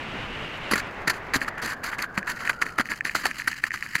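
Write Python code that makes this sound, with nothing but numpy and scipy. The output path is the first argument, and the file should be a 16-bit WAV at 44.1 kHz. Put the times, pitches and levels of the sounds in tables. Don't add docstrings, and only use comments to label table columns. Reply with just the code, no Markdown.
import sys
import numpy as np
from scipy import signal
from scipy.fft import rfft, irfft, next_fast_len
from scipy.io import wavfile
from scipy.ndimage import uniform_filter1d, map_coordinates

SR = 44100
rng = np.random.default_rng(int(sys.argv[2]) if len(sys.argv) > 2 else 0)


def to_wav(s):
    ch = np.atleast_2d(s).T
    pcm = np.round(np.clip(ch, -1, 1) * 32767)
    wavfile.write(sys.argv[1], SR, pcm.astype(np.int16))


N = 176400
T = np.arange(N) / SR
CLUMPS_PER_S, CLUMP_DB = 160, 1

# freq_hz, gain_db
HISS_COLOUR = [(2000, -9), (3000, -2.5), (3500, -9), (4100, 0), (4600, 4.5), (5100, -5), (5600, -9.5),
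               (6300, -3), (6800, -7), (7250, -1.5), (8000, -12.5), (8900, -16), (9650, -6.5),
               (10700, -10.5), (11500, -11), (13000, -12.5), (16000, -23)]


def amp(db):
    return 10 ** (np.asarray(db) / 20)


def unit(x):
    return x / np.sqrt(np.mean(x ** 2) + 1e-20)


def log_curve(rows, freq):
    knots, values = np.transpose(rows)
    return np.interp(np.log(freq + 1e-6), np.log(knots), values)


def curve(rows, t=T):
    return np.interp(t, *np.transpose(rows))


def wobble(knots_per_s):
    return map_coordinates(rng.standard_normal(int(N * knots_per_s / SR) + 4), [T * knots_per_s])


def coloured(x, colour):
    size = 2 * next_fast_len(N // 2 + SR // 8)
    gain = amp(log_curve(colour, np.fft.rfftfreq(size, 1 / SR)))
    cepstrum = irfft(np.log(gain))
    cepstrum[1:size // 2] *= 2
    cepstrum[size // 2 + 1:] = 0
    return unit(irfft(rfft(x, size) * np.exp(rfft(cepstrum)))[:N])


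def add(out, start_s, sound):
    part = out[max(round(start_s * SR), 0):][:len(sound)]
    part += sound[:len(part)]


def wind():
    # time_s, level_db
    loudness = [(0.0, -27), (0.36, -26.5), (1.17, -26), (1.53, -28.5), (2.42, -32.5), (2.97, -39.5),
                (3.1, -39.5), (3.59, -53), (4.0, -62.5)]
    # time_s, freq_hz
    edge = [(0, 2850), (.7, 2790), (1.0, 2150), (1.4, 2050), (1.8, 1670), (2.15, 1560), (2.5, 1420),
            (2.8, 1340), (4, 1000)]
    # time_s, gain_db
    whistle = [(0, -5), (.6, 1), (1.0, -23), (1.5, 4.5), (2.1, 11.5), (2.8, 15.5), (3.2, -21), (4, -5)]
    # edge_ratio, gain_db
    skirt = [(1, -45), (1.5, -22), (2, -25), (3, -32.5), (5, -49.5), (12, -40)]
    hz, t, spectrum = signal.stft(rng.standard_normal(N), SR, nperseg=512)
    flutter = 1 + 0.025 * np.interp(t, T, wobble(30))
    edge_ratio = hz[:, None] / (curve(edge, t) * flutter)
    whistle_power = amp(curve(whistle, t)) ** 2 * np.exp(-.5 * ((edge_ratio - 1) / 0.038) ** 2)
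    power = 1 / (1 + edge_ratio ** 9.9) + whistle_power + amp(log_curve(skirt, edge_ratio)) ** 2
    rush = signal.istft(spectrum * np.sqrt(power), SR, nperseg=512)[1][:N]
    return rush * amp(curve(loudness) + 0.8 * wobble(24.8))


def buffet():
    # time_s, level_db
    strength = [(0, -44), (.33, -41), (.88, -54.5), (2.66, -49.5), (3.02, -50.5), (3.52, -50), (4, -52.5)]
    # freq_hz, gain_db
    colour = [(10, -5), (35, -3.5), (70, -5.5), (130, -1.5), (220, -3.5), (350, -12.5), (600, -27.5),
              (2000, -60)]
    return coloured(rng.standard_normal(N), colour) * amp(curve(strength) + 0.74 * wobble(15))


def ticks(pressure, crumbs_per_s=45, spread_db=21, crumble_s=0.00062, detune=0.02, gain_db=-5):
    # start_s, relative_db
    strikes = [(.7123, -10), (.7357, -7), (.8031, -11), (1.0925, -14.5), (1.1012, -10), (1.141, -16.5),
               (1.3365, -6), (1.356, -7), (1.416, -8), (1.447, -16), (1.843, -19), (1.934, -15),
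               (1.9914, -12.5), (2.1775, -5), (2.1915, -17), (2.2289, -16), (2.2745, -26), (2.4753, -5),
               (2.4957, -19), (2.6235, -1.5), (2.6649, -11.5), (2.7866, -5.5), (2.8565, -15),
               (2.8889, -14.5), (2.9178, -6.5), (2.938, -17), (3.0083, -6), (3.0524, -6.5), (3.0714, -12),
               (3.0954, -8.5), (3.2553, -8.5), (3.3124, -10), (3.3992, -12), (3.4196, -12.5), (3.478, -4),
               (3.530, -11.5), (3.6392, 0.5), (3.7068, -9.5), (3.7175, -11), (3.7748, -17.5), (3.8255, -9),
               (3.8631, -15.5), (3.9544, -0.5), (3.965, -12)]
    # freq_hz, gain_db
    ring_colour = [(300, -42), (1000, -27), (1280, -10.5), (1500, -8.5), (1800, 6), (2050, -2),
                   (2330, -4.5), (2520, -4.5), (2720, -12), (3000, -18), (3400, -40), (4200, -30),
                   (4650, -36), (5400, -33), (7200, -29), (9000, -37.5), (16000, -63)]
    out, n = np.zeros(N), np.arange(SR // 30)
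    ring = coloured(signal.unit_impulse(N), ring_colour)[:len(n)]
    ring /= np.abs(ring).max()
    crumbs = []
    for start_s, size in rng.random((int(crumbs_per_s * T[-1]), 2)) * [T[-1], 1]:
        centre_db = 20 * np.log10(pressure[int(start_s * SR)] + 1e-9) + 2
        crumbs.append((start_s, centre_db + spread_db * (2 * size - 1)))
    for start_s, relative_db in list(strikes) + crumbs:
        blow = (n == 0) + 0.13 * rng.standard_normal(len(n)) * np.exp(-n / SR / crumble_s)
        detuned_ring = np.interp(n * (1 + detune * rng.standard_normal()), n, ring)
        tick = signal.fftconvolve(blow, detuned_ring)
        tick *= np.linalg.norm(ring) / np.linalg.norm(tick)
        add(out, start_s, amp(relative_db + gain_db) * tick)
    return out


def patchy(x, depth_db=1.7):
    spectrum = signal.stft(x, nperseg=256)[2]
    field = uniform_filter1d(rng.standard_normal(spectrum.shape), size=6, axis=0)
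    field = uniform_filter1d(field, size=6, axis=1)
    return unit(signal.istft(spectrum * amp(depth_db * unit(field)), nperseg=256)[1][:N])


def grit(colour, rough_db, grains_per_s=5000, spread_db=2.5):
    breaks = rng.random(N) < grains_per_s / SR
    grain_db = spread_db * np.minimum(rng.exponential(size=N), 3) + rough_db * wobble(260)
    grains = breaks * amp(grain_db) * rng.choice([-1, 1], N)
    return coloured(patchy(grains), colour)


def ridge_contact(attack_s=0.0017, release_s=0.0063, fade_db=3.5):
    # start_s, length_s, hull_db, hiss_db, rumble_db
    ridges = [(0.713, 0.014, -22, -26, -27.5), (0.7345, 0.0072, -26, -27.5, -24.5),
              (0.757, 0.004, -19.5, -28, -27), (0.767, 0.0086, -31, -40, -47),
              (0.778, 0.023, -29, -34, -40), (1.0756, 0.0072, -17.5, -27.5, -28),
              (1.098, 0.0073, -18.5, -24, -29), (1.134, 0.04, -44, -48, -62),
              (1.342, 0.012, -18, -26.5, -33.5), (1.36, 0.0093, -24.5, -28.5, -30.5),
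              (1.416, 0.02, -28.5, -40, -37.5), (1.48, 0.0077, -25, -39, -40),
              (1.578, 0.026, -33.5, -54, -45), (1.619, 0.048, -27, -36.5, -36),
              (1.675, 0.06, -30.5, -38.5, -54), (1.8365, 0.063, -27.5, -37.5, -47),
              (1.917, 0.035, -29.5, -44, -60), (1.985, 0.025, -28, -39.5, -39.5),
              (2.021, 0.027, -27, -39, -52), (2.177, 0.0079, -24, -35, -32), (2.272, 0.05, -28, -39, -59),
              (2.294, 0.017, -24.5, -31.5, -35.5), (2.405, 0.019, -31.5, -43, -45),
              (2.452, 0.018, -28.5, -42, -57), (2.4947, 0.0074, -16.5, -30, -33),
              (2.617, 0.013, -22, -32.5, -32), (2.656, 0.019, -36, -45.5, -40.5),
              (2.784, 0.0046, -30, -34.5, -30.5), (2.797, 0.014, -19.5, -33.5, -30),
              (2.898, 0.036, -32, -39, -40), (3.05, 0.034, -32.5, -38.5, -44),
              (3.15, 0.019, -27, -30.5, -32.5), (3.16, 0.061, -34, -40, -48),
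              (3.238, 0.016, -31, -38, -42.5), (3.2552, 0.012, -23.5, -26.5, -33),
              (3.272, 0.042, -36, -44, -44.5), (3.384, 0.033, -36, -39.5, -69),
              (3.476, 0.0075, -21, -27, -37), (3.638, 0.0032, -24.5, -31, -33),
              (3.668, 0.012, -35, -44.5, -62), (3.739, 0.011, -30.5, -38.5, -47),
              (3.829, 0.03, -38.5, -44, -56), (3.954, 0.0044, -21.5, -27, -34)]
    power = np.zeros((3, N))
    for start_s, length_s, *levels_db in ridges:
        near = slice(int((start_s - .03) * SR), int((start_s + length_s + .06) * SR))
        t = T[near] - start_s
        shape = np.exp(np.minimum(t, 0) / attack_s - np.maximum(t - length_s, 0) / release_s)
        fade = amp(fade_db * (.5 - np.clip(t / length_s, 0, 1)))
        power[:, near] += (amp(levels_db)[:, None] * shape * fade) ** 2
    return np.sqrt(power) * unit(amp(CLUMP_DB * wobble(CLUMPS_PER_S)))


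def scrapes():
    # freq_hz, gain_db
    hull_colour = [(300, -24.5), (600, -29), (900, -5.5), (1300, 1.5), (1580, 5.5), (1820, 4), (2100, 0),
                   (2700, -10.5), (3300, -17.5), (5000, -58.5)]
    # freq_hz, gain_db
    rumble_colour = [(30, -23.5), (100, -9.5), (170, -4), (260, 5.5), (380, -4.5), (550, -6.5), (800, -7),
                     (1200, -3), (2500, -66)]
    hull, hiss, rumble = ridge_contact()
    return (amp(-2) * hull * grit(hull_colour, rough_db=1.8)
            + amp(-1.5) * hiss * grit(HISS_COLOUR, rough_db=1.6)
            + amp(-1) * rumble * grit(rumble_colour, rough_db=1.5))


def bumps(attack_s=0.00029, roughness=0.46):
    # start_s, level_db, pitch_hz, t60_s
    knocks = [(0.722, -12, 1390, 0.019), (.736, -10, 1920, 0.036), (0.7361, -24, 218, 0.085),
              (1.082, -15, 1800, .035), (1.098, -11.5, 1806, 0.035), (1.358, -20.5, 266, 0.076),
              (1.36, -30, 115, 0.13), (1.4816, -16.5, 1316, 0.02), (2.178, -20.5, 188, 0.063),
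              (2.787, -4, 1390, 0.0088), (2.806, -7.5, 1400, 0.0088), (3.152, -2, 1440, 0.0074),
              (3.2562, -14, 764, 0.019), (3.954, -27.5, 170, 0.05)]
    out, t = np.zeros(N), T[:SR // 8]
    for start_s, level_db, pitch_hz, t60_s in knocks:
        drift_rad = roughness * np.cumsum(rng.standard_normal(len(t))) * np.sqrt(pitch_hz / SR)
        envelope = amp(level_db - 60 * t / t60_s) * (1 - np.exp(-t / attack_s))
        add(out, start_s, envelope * np.sin(2 * np.pi * pitch_hz * t + drift_rad))
    return out


def cracks(t60_s=0.018):
    # start_s, level_db
    snaps = [(0.7793, -17), (1.077, -13), (1.3368, -12), (1.3543, -12), (1.4072, -26), (1.581, -30),
             (1.625, -22.5), (1.6608, -17), (1.841, -16.5), (2.024, -17), (2.495, -19), (2.6215, -18.5),
             (3.157, -15.5), (3.266, -14), (3.481, -16)]
    envelope, t = np.zeros(N), T[:SR // 30]
    for start_s, level_db in snaps:
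        add(envelope, start_s, amp(level_db - 60 * t / t60_s))
    spray = grit(HISS_COLOUR, rough_db=-1)
    return envelope * spray / np.percentile(np.abs(spray), 99)


def glide_pressure(gain_db=-1.4, wander_db=2.5):
    # time_s, relative_db
    load = [(1.3, -54), (1.39, -48), (1.46, -48), (1.52, -60), (1.8, -56), (2.1, -56.5), (2.16, -50),
            (2.25, -54), (2.32, -42), (2.51, -42.5), (2.57, -45.5), (2.67, -42.5), (2.77, -46.5),
            (2.87, -44), (2.97, -38.5), (3.005, -55), (3.03, -61), (3.06, -36), (3.125, -43), (3.2, -39),
            (3.33, -38.5), (3.4, -40.5), (3.44, -42), (3.48, -37), (3.58, -36.5), (3.61, -48.5),
            (3.645, -40), (3.682, -36), (3.696, -54.5), (3.712, -51), (3.735, -37.5), (4, -39.5)]
    return amp(curve(load) + gain_db + wander_db * wobble(35) + CLUMP_DB * wobble(CLUMPS_PER_S))


def glide(pressure):
    # freq_hz, gain_db
    colour = [(100, -31), (250, -13), (550, -30), (850, -17), (1150, -10.5), (1500, -6.5), (1830, 0),
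              (2100, -5), (2400, -11), (3000, -12), (3500, -28), (4100, -17), (4650, -13), (5600, -24),
              (6400, -19), (7300, -21), (8600, -30), (9700, -26.5), (12500, -28), (16000, -36)]
    return pressure * grit(colour, rough_db=3.0)


def scene():
    air = wind() + buffet()
    pressure = glide_pressure()
    return (air + glide(pressure) + ticks(pressure) + scrapes() + bumps() + cracks())[None]


def record(dry):
    cutoff_hz = 15850
    size = next_fast_len(N + SR // 4)
    passband = np.fft.rfftfreq(size, 1 / SR) < cutoff_hz
    return irfft(rfft(dry, size) * passband, size)[..., :N]


dry = scene()
out = record(dry)
to_wav(out)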